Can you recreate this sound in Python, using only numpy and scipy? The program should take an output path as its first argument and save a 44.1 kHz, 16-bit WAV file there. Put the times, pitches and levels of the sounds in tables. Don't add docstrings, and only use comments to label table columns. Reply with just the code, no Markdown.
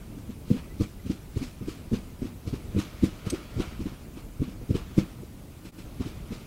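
import sys
import numpy as np
from scipy import signal
from scipy.fft import rfft, irfft, next_fast_len
from scipy.io import wavfile
from scipy.ndimage import uniform_filter1d, map_coordinates

SR = 44100
rng = np.random.default_rng(int(sys.argv[2]) if len(sys.argv) > 2 else 0)


def amp(db):
    return 10 ** (np.asarray(db, float) / 20)


def to_wav(s):
    ch = np.atleast_2d(s).T
    pcm = np.round(np.clip(ch, -1, 1) * 32767)
    wavfile.write(sys.argv[1], SR, pcm.astype(np.int16))


N = 284886


def unit(x):
    return x / np.sqrt(np.mean(x ** 2) + 1e-20)


def wobble(rate):
    knots = rng.standard_normal(int(N * rate / SR) + 4)
    return map_coordinates(knots, [np.arange(N) * rate / SR])


def noise(spectrum, patchy_db, tilt_db=0):
    _, _, z = signal.stft(rng.standard_normal(N + 512), SR, nperseg=512)
    patches = uniform_filter1d(rng.standard_normal(z.shape), size=5, axis=0)
    patches = uniform_filter1d(patches, size=6, axis=1)
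    patchy = signal.istft(z * amp(patchy_db * unit(patches)), nperseg=512)[1][:N]
    m = next_fast_len(N + 8192)
    hz = np.fft.rfftfreq(m, 1 / SR) + 1
    table_hz, table_db = np.transpose(spectrum)
    colour_db = np.interp(np.log(hz), np.log(table_hz), table_db, left=-120)
    colour_db = colour_db + tilt_db * np.log2(hz / 3000)
    return unit(irfft(rfft(patchy, m) * amp(colour_db), m)[:N])


def swings(rows, glide, rough, edge):
    out, outline = np.zeros(N + SR), np.zeros(N + SR)
    t = np.arange(-SR // 4, SR // 4) / SR
    luck = rng.standard_normal((len(rows), 3))
    for (centre_s, db, hz, ms), (phase, drift, wander) in zip(rows, luck):
        u = t / (ms / 2000)
        bell = amp(db) * 0.5 ** (np.abs(u) ** edge)
        turns = hz * t * (1 + glide * np.tanh(u / 2))
        turns = turns + rough * wander * np.sin(2 * u + 2 * drift)
        start = round(centre_s * SR)
        out[start:][:len(t)] += bell * np.cos(2 * np.pi * turns + 0.55 * phase)
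        outline[start:][:len(t)] += bell ** 2
    return out[SR // 4:][:N], outline[SR // 4:][:N]


# (time [s], rumble level [dB], stirred leaves level before a 4 dB cut [dB])
BACKGROUND = [(0.0, -43, -55.5), (0.6, -42.5, -61.5), (1.3, -43.5, -58.5), (1.75, -42.5, -54),
              (2.32, -42, -60.5), (2.9, -41, -50), (3.74, -42, -50), (4.21, -43.5, -58.5),
              (4.89, -42, -54.5), (5.22, -44.5, -59.5), (6.3, -41, -51.5), (6.46, -42.5, -53.5)]
# (frequency [Hz], relative level per hertz [dB])
RUMBLE_COLOUR = [(15, -37), (25, 1), (65, 1), (150, -3.5), (310, -9), (430, -16.5), (600, -21.5),
                 (1000, -28.5), (2000, -69)]
LEAVES_COLOUR = [(300, -14), (600, 6.5), (850, -8), (1250, 3), (1700, -4), (2300, 0), (5000, -9.5),
                 (8000, -17), (16000, -50)]
HISS_COLOUR = [(300, -12), (1000, -1.5), (1650, -5.5), (2400, -7), (4300, -8.5), (11000, -7), (16000, -8.5)]


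def background():
    s, rumble_db, leaves_db = np.transpose(BACKGROUND)
    t = np.arange(N) / SR
    lumps_db = 0.8 * wobble(9) + 1.4 * wobble(40)
    rumble = amp(np.interp(t, s, rumble_db) + lumps_db) * noise(RUMBLE_COLOUR, patchy_db=0.6)
    stir_db = np.interp(t, s, leaves_db) - 4 + 0.7 * wobble(17)
    leaves = amp(stir_db) * noise(LEAVES_COLOUR, patchy_db=2.0)
    hiss = amp(-58) * noise(HISS_COLOUR, patchy_db=2.0)
    return rumble + leaves + hiss


# (time of centre [s], level of the bell's top [dB], base pitch [Hz], length at half height [ms])
PEEP_TONES = [(0.716, -56, 1995, 40), (1.0, -55, 2010, 10), (3.52, -62, 1380, 280), (3.45, -65, 3380, 260)]


def peeps():
    return swings(PEEP_TONES, glide=0.001, rough=0.12, edge=2.5)[0]


# (frequency [Hz], relative level [dB], time to fall by 60 dB [s])
METAL_TONES = [(2440, 0, .014), (5136, -1, .018), (6480, -3, .018), (8263, 0, .045), (9028, -7, .03),
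               (11080, -8, .03)]
# (time [s], level shared by scrape and ring before their own gains [dB])
CLICK_MOMENT = (3.298, -37)


def click():
    s, db = CLICK_MOMENT
    t = np.arange(SR // 5) / SR
    scrape_shape = (t / 0.0083) * (np.exp(-(t / 0.0093) ** 3) + 0.079 * np.exp(-t / 0.016))
    scrape = rng.standard_normal(len(t)) * scrape_shape
    tones = sum(amp(level - 60 * t / t60) * np.sin(2 * np.pi * hz * t) for hz, level, t60 in METAL_TONES)
    ring = signal.fftconvolve(scrape, tones)[:len(t)]
    band = signal.butter(3, [1900, 10000], "bandpass", fs=SR, output="sos")
    bare_scrape = signal.sosfilt(band, scrape)
    out = np.zeros(N)
    out[round(s * SR):][:len(t)] = amp(db) * (amp(-21.0) * ring + amp(12.5) * bare_scrape)
    return out


# (frequency [Hz], relative level per hertz [dB])
PLUMAGE_COLOUR = [(350, -24), (600, -8.5), (850, -7), (1250, -0.5), (1750, -5.5), (2400, 1), (5000, -5),
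                  (8000, -13.5), (16000, -31.5)]
# (time of flutter centre [s], level of its bell's top [dB], base pitch [Hz], length at half height [ms],
#  rustle level before shaping and a 7.5 dB cut [dB], time for the rustle's fast fall by 60 dB [s])
FLUTTERS = [(.179, -34.5, 278, 9.7, -62.5, .15), (.303, -30.5, 233, 10, -57.5, .15),
            (.482, -37, 205, 7.4, -56, .1), (.51, -14.5, 228, 8.7, -47.5, 0.17),
            (.561, -28.5, 267, 16.5, -49.5, 0.26), (.811, -18, 277.6, 13.1, -44.5, 0.13),
            (1.066, -30.5, 240, 12.6, -53.5, 0.18), (1.108, -22.5, 301, 10.7, -46, 0.071),
            (1.371, -31.5, 292, 11, -47.5, 0.1), (1.424, -25.5, 269, 13.7, -46, .24),
            (1.628, -31, 218, 9.5, -62, .15), (1.685, -25.5, 308, 10, -46, 0.21),
            (1.937, -18.5, 228, 18.8, -45, 0.16), (2.226, -21, 268, 7.1, -52, 0.17),
            (2.256, -28.5, 298, 14, -53, .12), (2.476, -30.5, 300, 15, -48.5, .09),
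            (2.539, -23.5, 300, 9.2, -50.5, .17), (2.765, -22, 265, 13.4, -53, .15),
            (2.792, -20.5, 299, 11.2, -41.5, 0.24), (3.038, -16, 264, 12.6, -41.5, 0.12),
            (3.266, -31, 250, 8.6, -46.5, 0.31), (3.339, -21.5, 318, 13.5, -46, 0.28),
            (3.583, -25, 230, 9.5, -53, 0.15), (3.602, -20.5, 262, 11, -41.5, 0.31),
            (3.807, -27.5, 287, 12, -53.5, 0.19), (3.866, -25.5, 270, 11.06, -51.5, 0.16),
            (4.173, -33, 276, 12.7, -55, 0.16), (4.401, -35, 243, 8.3, -65, .15),
            (4.426, -20, 290, 10, -52.5, 0.18), (4.486, -31, 225, 11, -56.5, .15),
            (4.707, -23, 260, 12.2, -55, .15), (4.754, -21.5, 336, 10.4, -43, 0.12),
            (4.983, -17, 295, 14.2, -41, .08), (5.234, -34.5, 304, 8, -66, .15),
            (5.656, -33.5, 295, 8.8, -51, 0.089), (6.01, -26, 263, 12.4, -48.5, 0.3),
            (6.066, -30, 298, 13, -50.5, 0.15), (6.322, -27, 230, 18.7, -48.5, .28)]


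def rustle():
    lag_s = 0.011
    t = np.arange(N) / SR
    dull_power, bright_power = np.zeros(N), np.zeros(N)
    luck = rng.standard_normal(len(FLUTTERS))
    for (flutter_s, *_, db, t60), chance in zip(FLUTTERS, luck):
        s = flutter_s + lag_s
        bright_db = -1 + 0.06 * (db + 48) + 1.3 * chance
        age = np.abs(t - s)
        held = np.sqrt(age ** 2 + 0.008 ** 2) - 0.008
        fall = amp(-60 * held / abs(t60)) + amp(-5) * amp(-60 * age / 0.91)
        rise = 1.1 * np.exp(-(age / 0.018) ** 3) + 0.54 * np.exp(-age / 0.05)
        power = (amp(db) * np.where(t > s, fall, rise)) ** 2
        dull_power += power * amp(-2 * bright_db)
        bright_power += power * amp(2 * bright_db + 2.5 - 120 * age * (t > s) / 1.34)
    crackle = amp(0.3 * wobble(90) + 1.5 * wobble(450))
    dull = np.sqrt(dull_power) * noise(PLUMAGE_COLOUR, patchy_db=2.0, tilt_db=-5.0)
    bright = np.sqrt(bright_power) * noise(PLUMAGE_COLOUR, patchy_db=2.0, tilt_db=4.0)
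    return crackle * (dull + bright) * amp(-7.5)


# (time of centre [s], level of the bell's top [dB], base pitch [Hz])
AIR_PUSHES = [(0.483, -38, 104), (.513, -12, 127), (0.814, -16.5, 124), (1.067, -30, 82), (1.102, -25, 131),
              (1.37, -23.5, 96), (1.616, -28, 144), (1.929, -29, 115), (2.229, -25.5, 139),
              (2.478, -26, 90), (2.532, -25, 141), (2.768, -16.5, 102), (2.792, -23.5, 95),
              (3.038, -16.5, 104), (3.272, -23, 122), (3.571, -23.5, 111), (3.6, -28, 95), (3.82, -26, 91),
              (3.864, -28, 95), (4.403, -25, 113), (4.416, -21, 92), (4.71, -17, 89.5), (4.751, -25, 111),
              (4.985, -12, 110), (6.007, -23, 108), (6.068, -29.5, 129), (6.323, -27, 131)]


def beat_rows():
    push_cycles = 1.26
    push_s, push_db, push_hz = np.transpose(AIR_PUSHES)
    pushes = [push_s, push_db, push_hz, push_cycles / push_hz * 1000]
    s, db, hz, ms = np.transpose(FLUTTERS)[:4]
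    luck = rng.standard_normal((2, len(s)))
    slap_s = s + (0.15 * luck[0] - 0.8) * ms / 1000
    slap_db = db - 3.5 + 2 * luck[1]
    slaps = [slap_s, slap_db, 0.75 * hz, 0.49 * ms]
    return np.hstack([pushes, [s, db, hz, ms], slaps]).T


# (frequency [Hz], relative level per hertz [dB])
CHURN_COLOUR = [(20, 6), (45, -5.5), (180, 6), (420, -2), (560, -15), (750, -35.5), (1200, -62)]
HEAVE_COLOUR = [(15, -3), (30, 9), (70, 5.5), (110, -11), (200, -47)]


def wings():
    beats, outline = swings(beat_rows(), glide=0.11, rough=0.13, edge=2.4)
    churn = amp(-8.0) * np.sqrt(outline) * noise(CHURN_COLOUR, patchy_db=-1.1)
    stroke = np.abs(uniform_filter1d(uniform_filter1d(outline, size=900), size=900))
    heave = amp(-13.0) * np.sqrt(stroke) * noise(HEAVE_COLOUR, patchy_db=3.5)
    direct = beats + churn + heave
    t = np.arange(SR // 3) / SR
    tail = rng.standard_normal(len(t)) * amp(-60 * t / 0.17) * (t > 0.008)
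    answer = signal.fftconvolve(direct, tail / np.linalg.norm(tail))[:N]
    return direct + amp(-11.0) * answer


def scene():
    return (background() + peeps() + click() + rustle() + wings())[None]


# (time [s], length heard twice [s], fade setting [s])
SKIP_BACK = (5.716, 0.13333, 0.026)


def skip(x):
    at, back, fade = (round(v * SR) for v in SKIP_BACK)
    k = np.arange(N)
    blend = np.pi / 2 * (k >= at) * np.clip((at + back - k) / fade, 0, 1)
    x = np.cos(blend) * x + np.sin(blend) * np.roll(x, back, axis=1)
    dip = (np.abs(k - at) / fade) ** 0.84 + 0.078 * (k >= at)
    return x * np.clip(dip, 0, 1)


def top_cut(x):
    return signal.sosfilt(signal.butter(12, 16180, fs=SR, output="sos"), x)


def record(dry):
    skipped = skip(dry)
    below_limit = np.fft.rfftfreq(N, 1 / SR) < 15800
    mix = irfft(rfft(skipped) * below_limit, N)
    return top_cut(mix)


dry = scene()
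out = record(dry)
to_wav(out)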